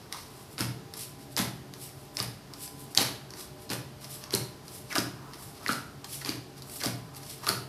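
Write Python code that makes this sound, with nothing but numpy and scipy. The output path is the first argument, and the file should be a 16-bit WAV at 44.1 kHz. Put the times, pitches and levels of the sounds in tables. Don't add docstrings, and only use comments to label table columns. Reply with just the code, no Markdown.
import sys
import numpy as np
from scipy import signal
from scipy.fft import rfft, irfft
from scipy.io import wavfile

SR = 44100
rng = np.random.default_rng(int(sys.argv[2]) if len(sys.argv) > 2 else 0)


def voltage_ratio(decibels):
    exponent = np.asarray(decibels, float) / 20
    return 10 ** exponent


def transcribe(u):
    v = np.clip(np.atleast_2d(u).T, -1, 1)
    q = np.round(v * 32767).astype(np.int16)
    wavfile.write(sys.argv[1], SR, q)


N = 338763


def rms_one(x):
    return x / np.sqrt(np.mean(x ** 2) + 1e-20)


def at_hz(points, hz):
    point_hz, value = np.transpose(points)[:2]
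    return np.interp(np.log(hz), np.log(point_hz), value)


def coloured(spectrum):
    hz = np.maximum(np.fft.rfftfreq(N, 1 / SR), 1)
    lowest_hz = spectrum[0][0]
    inside = (hz > lowest_hz / 2) * np.minimum(1, hz / lowest_hz) ** 4
    white = rfft(rng.standard_normal(N))
    return rms_one(irfft(white * voltage_ratio(at_hz(spectrum, hz)) * inside, N))


def resonance(x, hz, width_hz):
    r = np.exp(-np.pi * width_hz / SR)
    top = [(1 - r * r) / 2, 0, (r * r - 1) / 2]
    return signal.lfilter(top, [1, -2 * r * np.cos(2 * np.pi * hz / SR), r * r], x + 1e-18)


def double_resonance(x, hz, width_hz):
    return resonance(resonance(x, hz, width_hz), hz, width_hz)


def clicks(times, gains):
    out = np.zeros(N)
    np.add.at(out, np.minimum((np.asarray(times) * SR).astype(int), N - 1), gains)
    return out


def dying(x, seconds):
    return signal.lfilter([1], [1, -np.exp(-1 / (seconds * SR))], x + 1e-18)


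def burst(start_s, level_db, hz, rise_s):
    t = np.maximum(np.arange(N) / SR - start_s, 0)
    swell = (t / rise_s) * np.exp(np.maximum(1 - t / rise_s, -40))
    return voltage_ratio(level_db) * swell * np.sin(2 * np.pi * hz * t)


def strokes(rows):
    swell_db, fade_db = 42, 33.5
    roundness = 0.19
    out = np.zeros(N)
    for s, level_db, length_s in rows:
        at = np.arange(max(round((s - 0.5) * SR), 0), min(round((s + 0.5) * SR), N))
        u = (at / SR - s) / max(length_s, 0.01)
        slope_db = np.where(u < 0, swell_db, fade_db)
        out[at] += voltage_ratio(level_db - 5.5 - slope_db * (np.hypot(u, roundness) - roundness))
    return out


def ticks(rows, ring_hz):
    out, t = np.zeros(N), np.arange(400) / SR
    for s, peak_db, top_db, mid_db in rows:
        bands = (   # level_db, centre_hz, width_hz, crack_s
            (peak_db - 0.5, ring_hz, 2000, 0.001),
            (top_db + 4.5, 10000, 6000, 0.0008),
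            (mid_db - 1.5, 1700, 1600, 0.0012))
        start = round(s * SR)
        for level_db, hz, width_hz, crack_s in bands:
            crack = rng.standard_normal(400) * np.exp(-t / crack_s)
            tick = double_resonance(crack, hz, width_hz)
            out[start:start + 400] += voltage_ratio(level_db) * tick / np.max(np.abs(tick))
    return out


# pitch_hz, density_db (per Hz)
ROOM_TONE_SPECTRUM = [(15, -50), (25, -12), (131, 0.5), (182, -5), (433, -7.5), (496, -16), (600, -12.5),
                      (651, -12), (787, -14), (2330, -23.5), (4860, -24), (7300, -29.5), (12900, -29.5),
                      (15200, -43), (16500, -62)]
# pitch_hz, level_db, width_hz
MOTOR_LINES = [(135.6, -54.5, 5.2), (283.8, -62, 2.2), (370.4, -63, 2.3), (443, -64, 4.1),
               (603, -65.5, 3.8), (700, -72.5, 1.9), (800, -65, 3.7), (1008, -67.5, 3)]


def hum():
    out = voltage_ratio(-49.5) * coloured(ROOM_TONE_SPECTRUM)
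    for hz, level_db, width_hz in MOTOR_LINES:
        line = double_resonance(rng.standard_normal(N), hz, width_hz)
        out = out + voltage_ratio(level_db) * rms_one(line)
    return out


# fastest_s, hiss_db, rasp_db, length_s
SHIFTS = [(0.017, -63, -56, 0.088), (0.385, -53, -57, 0.2), (0.526, -48, -56, 0.055),
          (1.217, -52, -55, 0.085), (1.326, -47.5, -54, 0.047), (2.02, -55, -61, 0.19),
          (2.154, -48, -56, 0.036), (2.815, -45.5, -53, 0.11), (2.918, -49, -55, 0.041),
          (3.627, -50.5, -55, 0.091), (4.029, -47.5, -50, 0.068), (4.235, -55, -50, 0.085),
          (4.662, -57, -60, 0.068), (4.921, -43.5, -42.5, 0.081), (5.333, -70, -52, 0.053),
          (5.57, -57, -53, .1), (5.652, -50, -48, 0.066), (6.218, -51, -43, 0.026), (6.582, -51, -49, 0.04),
          (7.235, -52, -52, 0.043), (6.808, -42, -36, 0.021), (7.169, -44, -49, 0.056),
          (7.449, -46, -44, 0.075)]
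# fastest_s, hiss_db, rasp_db, length_s
DRAWS = [(0.19, -47.5, -47, 0.16), (1.009, -37.5, -42.5, .12), (1.833, -40.5, -46.5, 0.11),
         (2.632, -39, -46, 0.12), (3.404, -40, -43, .1), (4.131, -37.5, -44.5, 0.1),
         (4.756, -42, -48.5, 0.13), (5.436, -44.5, -51, 0.17), (6.14, -35.5, -41, 0.12),
         (6.746, -39, -47, 0.16), (7.305, -41, -44, 0.12)]
# fastest_s, level_db, length_s
BRUSHES = [(0.058, -52, 0.13), (0.15, -38, 0.06), (0.4, -58, 0.32), (0.955, -47.5, 0.078),
           (1.755, -52, .06), (2.532, -51, .1), (3.37, -47, 0.18), (4.05, -52, 0.067), (4.28, -51, 0.48),
           (4.69, -53.5, 0.094), (4.918, -44, 0.059), (5.27, -49, 0.28), (5.4, -54.5, .2),
           (5.64, -47, 0.12), (6.05, -43.5, 0.046), (6.24, -49.5, 0.19), (6.7, -54, .3), (7.17, -53, 0.33),
           (7.438, -41.5, 0.054)]
# pitch_hz, density_db (per Hz)
HISS_SPECTRUM = [(3820, -48), (6500, -13), (7540, -5.5), (11400, -2), (13200, -7.5), (15900, -19),
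                 (16300, -32), (16500, -65)]
# pitch_hz, density_db (per Hz)
RASP_SPECTRUM = [(1060, -24), (1800, -11), (2170, -8), (2970, -6), (3810, -4), (5580, -3), (7000, -13.5),
                 (9100, -50), (15400, -120)]
# pitch_hz, density_db (per Hz)
SLEEVE_SPECTRUM = [(400, -21), (700, 1), (1100, 8.5), (1600, -2), (2600, -19)]


def slides():
    lift_s, lift_db, _ = np.transpose(LIFTS)
    grip = dying(clicks(lift_s, voltage_ratio(lift_db)), 0.0085)
    rubs = DRAWS + SHIFTS
    hiss = strokes([(s, db, length_s) for s, db, _, length_s in rubs]) + voltage_ratio(-20) * grip
    rasp = strokes([(s, db, length_s) for s, _, db, length_s in rubs]) + voltage_ratio(-14.5) * grip
    edge = voltage_ratio(-8.5) * strokes([(s, db, length_s) for s, _, db, length_s in DRAWS])
    singing = rms_one(double_resonance(rng.standard_normal(N), 5370, 1500))
    paper = edge * singing + hiss * coloured(HISS_SPECTRUM) + rasp * coloured(RASP_SPECTRUM)
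    sleeve = strokes(BRUSHES) * coloured(SLEEVE_SPECTRUM)
    flutter = voltage_ratio(2.2 * rms_one(dying(rng.standard_normal(N), 0.003)))
    return flutter * (paper + sleeve)


# start_s, peak_db, mid_db
LIFTS = [(0.1254, -23.5, -29.5), (0.938, -29.5, -44), (1.7377, -33.5, -39), (2.5364, -33, -44),
         (3.3057, -33.5, -48), (4.0437, -34, -56), (4.6808, -34.5, -54), (5.3346, -36.5, -41),
         (6.0441, -31.5, -41), (6.6213, -34, -56), (7.166, -41, -53)]


def lifts():
    return ticks([(s, db, db - 8, mid_db) for s, db, mid_db in LIFTS], ring_hz=4700)


# start_s, peak_db
FLICKS = [(0.145, -37), (1.8524, -42), (1.891, -40), (2.6773, -34), (3.337, -32.5), (3.373, -42),
          (4.0176, -44), (4.239, -28.5), (6.697, -36), (7.1477, -38), (7.232, -36)]


def flicks():
    return ticks([(s, db, db - 14, db - 5) for s, db in FLICKS], ring_hz=5000)


# start_s, peak_db, top_db, mid_db
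EDGES = [(0.5806, -26, -40, -28.5), (1.3655, -16.5, -27, -30), (2.1695, -19.5, -30, -30),
         (2.9495, -22.5, -27, -30), (3.7015, -21.5, -43, -29), (4.3074, -29, -36, -29),
         (4.9271, -27, -45, -26.5), (5.6628, -28, -40, -17), (6.2482, -24.5, -39, -33),
         (6.8143, -27, -42, -26.5), (7.468, -21, -29, -19)]


def edges():
    return ticks(EDGES, ring_hz=4600)


# start_s, level_db, length_s
SKIDS = [(0.581, -20.5, 0.046), (1.368, -15.5, 0.041), (2.173, -22.5, 0.05), (2.961, -14, 0.056),
         (3.694, -21, 0.041), (4.318, -22, 0.046), (4.946, -17, 0.043), (5.666, -22, 0.061),
         (6.246, -22.5, 0.053), (6.824, -20.5, 0.047), (7.464, -17.5, 0.044)]
# pitch_hz, density_db (per Hz)
SKID_SPECTRUM = [(290, 4), (500, -3.5), (834, -1.5), (1310, -4.5), (1710, -5.5), (4970, -8), (7490, -12),
                 (11300, -7), (14300, -17.5), (15800, -43), (16500, -54)]


def skids():
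    t, shape = np.arange(N) / SR, np.zeros(N)
    for s, level_db, length_s in SKIDS:
        part = slice(round(s * SR), round((s + 0.46) * SR))
        u = (t[part] - s) / max(length_s, 0.005)
        shape[part] += voltage_ratio(level_db - 14) * 2 * u * np.exp(1 - 2 * u)
    grain = voltage_ratio(3.5 * rms_one(dying(rng.standard_normal(N), 0.001)))
    return shape * rms_one(grain) * coloured(SKID_SPECTRUM)


# start_s, peak_db, top_db, mid_db
CHATTER = [(0.5907, -38, -49, -28), (2.181, -38, -40, -45), (2.19, -40, -40, -24), (2.227, -41, -25, -45),
           (2.9566, -46, -33, -38), (3.693, -30, -47, -50), (3.734, -28, -34, -49), (4.3244, -43, -42, -37),
           (4.35, -28, -12, -32), (4.9822, -13.5, -36, -39), (5.6903, -42, -42, -31),
           (5.701, -44, -40, -23), (5.7107, -27, -42, -33), (5.724, -28, -32, -43), (5.7312, -24, -33, -44),
           (6.2588, -29, -47, -41), (6.2725, -38, -44, -38), (6.8525, -39, -33, -45),
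           (6.859, -17.5, -26, -45), (7.4453, -35, -40, -37), (7.477, -34, -39, -32),
           (7.4868, -23, -25, -25), (7.4965, -25, -34, -38)]


def chatter():
    return ticks(CHATTER, ring_hz=4660)


# start_s, boom_db, thump_db, thump_hz
SLAPS = [(0.605, -29.5, -36.5, 285), (1.397, -34, -33, 214), (2.2, -34.5, -51, 241), (2.973, -34, -45, 260),
         (3.702, -35, -42.5, 290), (4.338, -31.5, -31, 367), (4.982, -32, -31.5, 298),
         (5.695, -42.5, -34, 252), (6.29, -41, -36.5, 302), (6.863, -30.5, -34, 271),
         (7.497, -35, -39, 330)]


def pile_thumps():
    return sum(burst(s, thump_db + 10.5, hz, 0.0025) for s, _, thump_db, hz in SLAPS)


# pitch_hz, level_db, t60_s
ROOM_MODES = [(104.7, -3, 0.1), (121.2, -2.5, 0.76), (136.4, 1, 0.18), (163.6, 1.5, 0.16),
              (188.7, 5, 0.13)]


def room_boom():
    s, boom_db = np.transpose(SLAPS)[:2]
    out = np.zeros(N)
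    for hz, mode_db, t60_s in ROOM_MODES:
        chance_db = rng.normal(0, 2.0, len(SLAPS))
        push = clicks(s + 0.005, voltage_ratio(boom_db - 2.0 + mode_db + chance_db))
        r, w = voltage_ratio(-60 / (t60_s * SR)), 2 * np.pi * hz / SR
        ringing = signal.lfilter([0, np.sin(w)], [1, -2 * r * np.cos(w), r * r], push + 1e-18)
        out += resonance(ringing, hz, 50)
    return out


# start_s, peak_db, top_db, mid_db
SNAPS = [(0.6071, -19, -23.5, -24.5), (1.391, -17, -41, -43), (2.2012, -15.5, -34, -33),
         (2.9748, -4.5, -15.5, -16), (3.7197, -40, -35, -26), (4.339, -12, -36, -32),
         (4.9548, -15, -26, -18), (5.682, -19, -30, -30), (6.2922, -17.5, -43, -30),
         (6.8364, -17, -24, -28), (7.4898, -11.5, -19, -22)]


def snaps():
    return ticks(SNAPS, ring_hz=4450)


# start_s, level_db,
# pitch_hz
POPS = [(1.393, -50, 1490), (2.199, -36.5, 1140), (2.974, -54, 920), (3.715, -58, 1500),
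        (4.957, -26.5, 1270), (4.96, -29.5, 700), (5.69, -32.5, 554), (7.49, -37, 700), (6.845, -32, 700),
        (5.6885, -20.5, 1356), (6.285, -47, 1300), (6.845, -34, 1170), (7.469, -26, 1234),
        (7.474, -30, 1350), (7.486, -28, 1400), (7.495, -30, 1460), (4.963, -28, 1550), (4.973, -32, 1490),
        (5.698, -25.5, 1520), (5.711, -30.5, 1360)]


def pops_and_knocks():
    return sum(burst(s + 0.00299, level_db + 4.5, hz, 0.0012) for s, level_db, hz in POPS)


# end_s, level_db, length_s
DRAGS = [
    (4.94, -43.5, 0.049),
    (7.45, -54, 0.031),
    (6.226, -53, 0.023),
    (6.829, -47, .035),
]


def drags():
    from_hz, to_hz, width_hz = 3200, 1400, 390
    out = np.zeros(N)
    for end_s, level_db, length_s in DRAGS:
        u = np.arange(round(length_s * SR)) / (length_s * SR)
        rough = rms_one(dying(rng.standard_normal(4000), 1 / (np.pi * width_hz)))[:len(u)]
        pitch_hz = from_hz * (to_hz / from_hz) ** u
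        glide = np.sin(2 * np.pi * np.cumsum(pitch_hz) / SR)
        end = round(end_s * SR)
        out[end - len(u):end] += voltage_ratio(level_db + 11) * np.sin(np.pi * u ** 2.2) * rough * glide
    return out


# pitch_hz, t60_s
ROOM_T60 = [(100, 0.81), (500, 0.51), (1500, 0.58), (4000, 0.46), (10000, 0.3), (16000, 0.89)]


def room(x):
    first_echo_s, level_db = 0.0019, -6
    t, tail = np.arange(SR) / SR, np.zeros(SR)
    for low_hz in 60 * 2.0 ** np.arange(8):
        octave = signal.butter(2, [low_hz, 2 * low_hz], "band", fs=SR, output="sos")
        band = signal.sosfilt(octave, rng.standard_normal(SR))
        tail += band * voltage_ratio(-60 * t / at_hz(ROOM_T60, low_hz * np.sqrt(2)))
    tail *= np.clip((t - first_echo_s) / 0.0035, 0, 1)
    return voltage_ratio(level_db) * signal.fftconvolve(x, tail / np.sqrt(np.sum(tail ** 2)))[:N]


def scene():
    in_hand = slides() + lifts() + flicks()
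    touching = edges() + skids() + chatter() + drags()
    landing = pile_thumps() + room_boom() + snaps() + pops_and_knocks()
    cards = in_hand + touching + landing
    return (cards + room(cards) + hum())[None]


def band_limit(x):
    return signal.sosfilt(signal.butter(12, 16650, fs=SR, output="sos"), x)


def record(dry):
    thin = signal.sosfilt(signal.butter(2, 50, "high", fs=SR, output="sos"), dry)
    thin = thin + voltage_ratio(-10) * resonance(thin, 4900, 900)
    mix = signal.sosfilt(signal.cheby2(10, 40, 15950, fs=SR, output="sos"), thin)
    return band_limit(mix)


dry = scene()
out = record(dry)
transcribe(out)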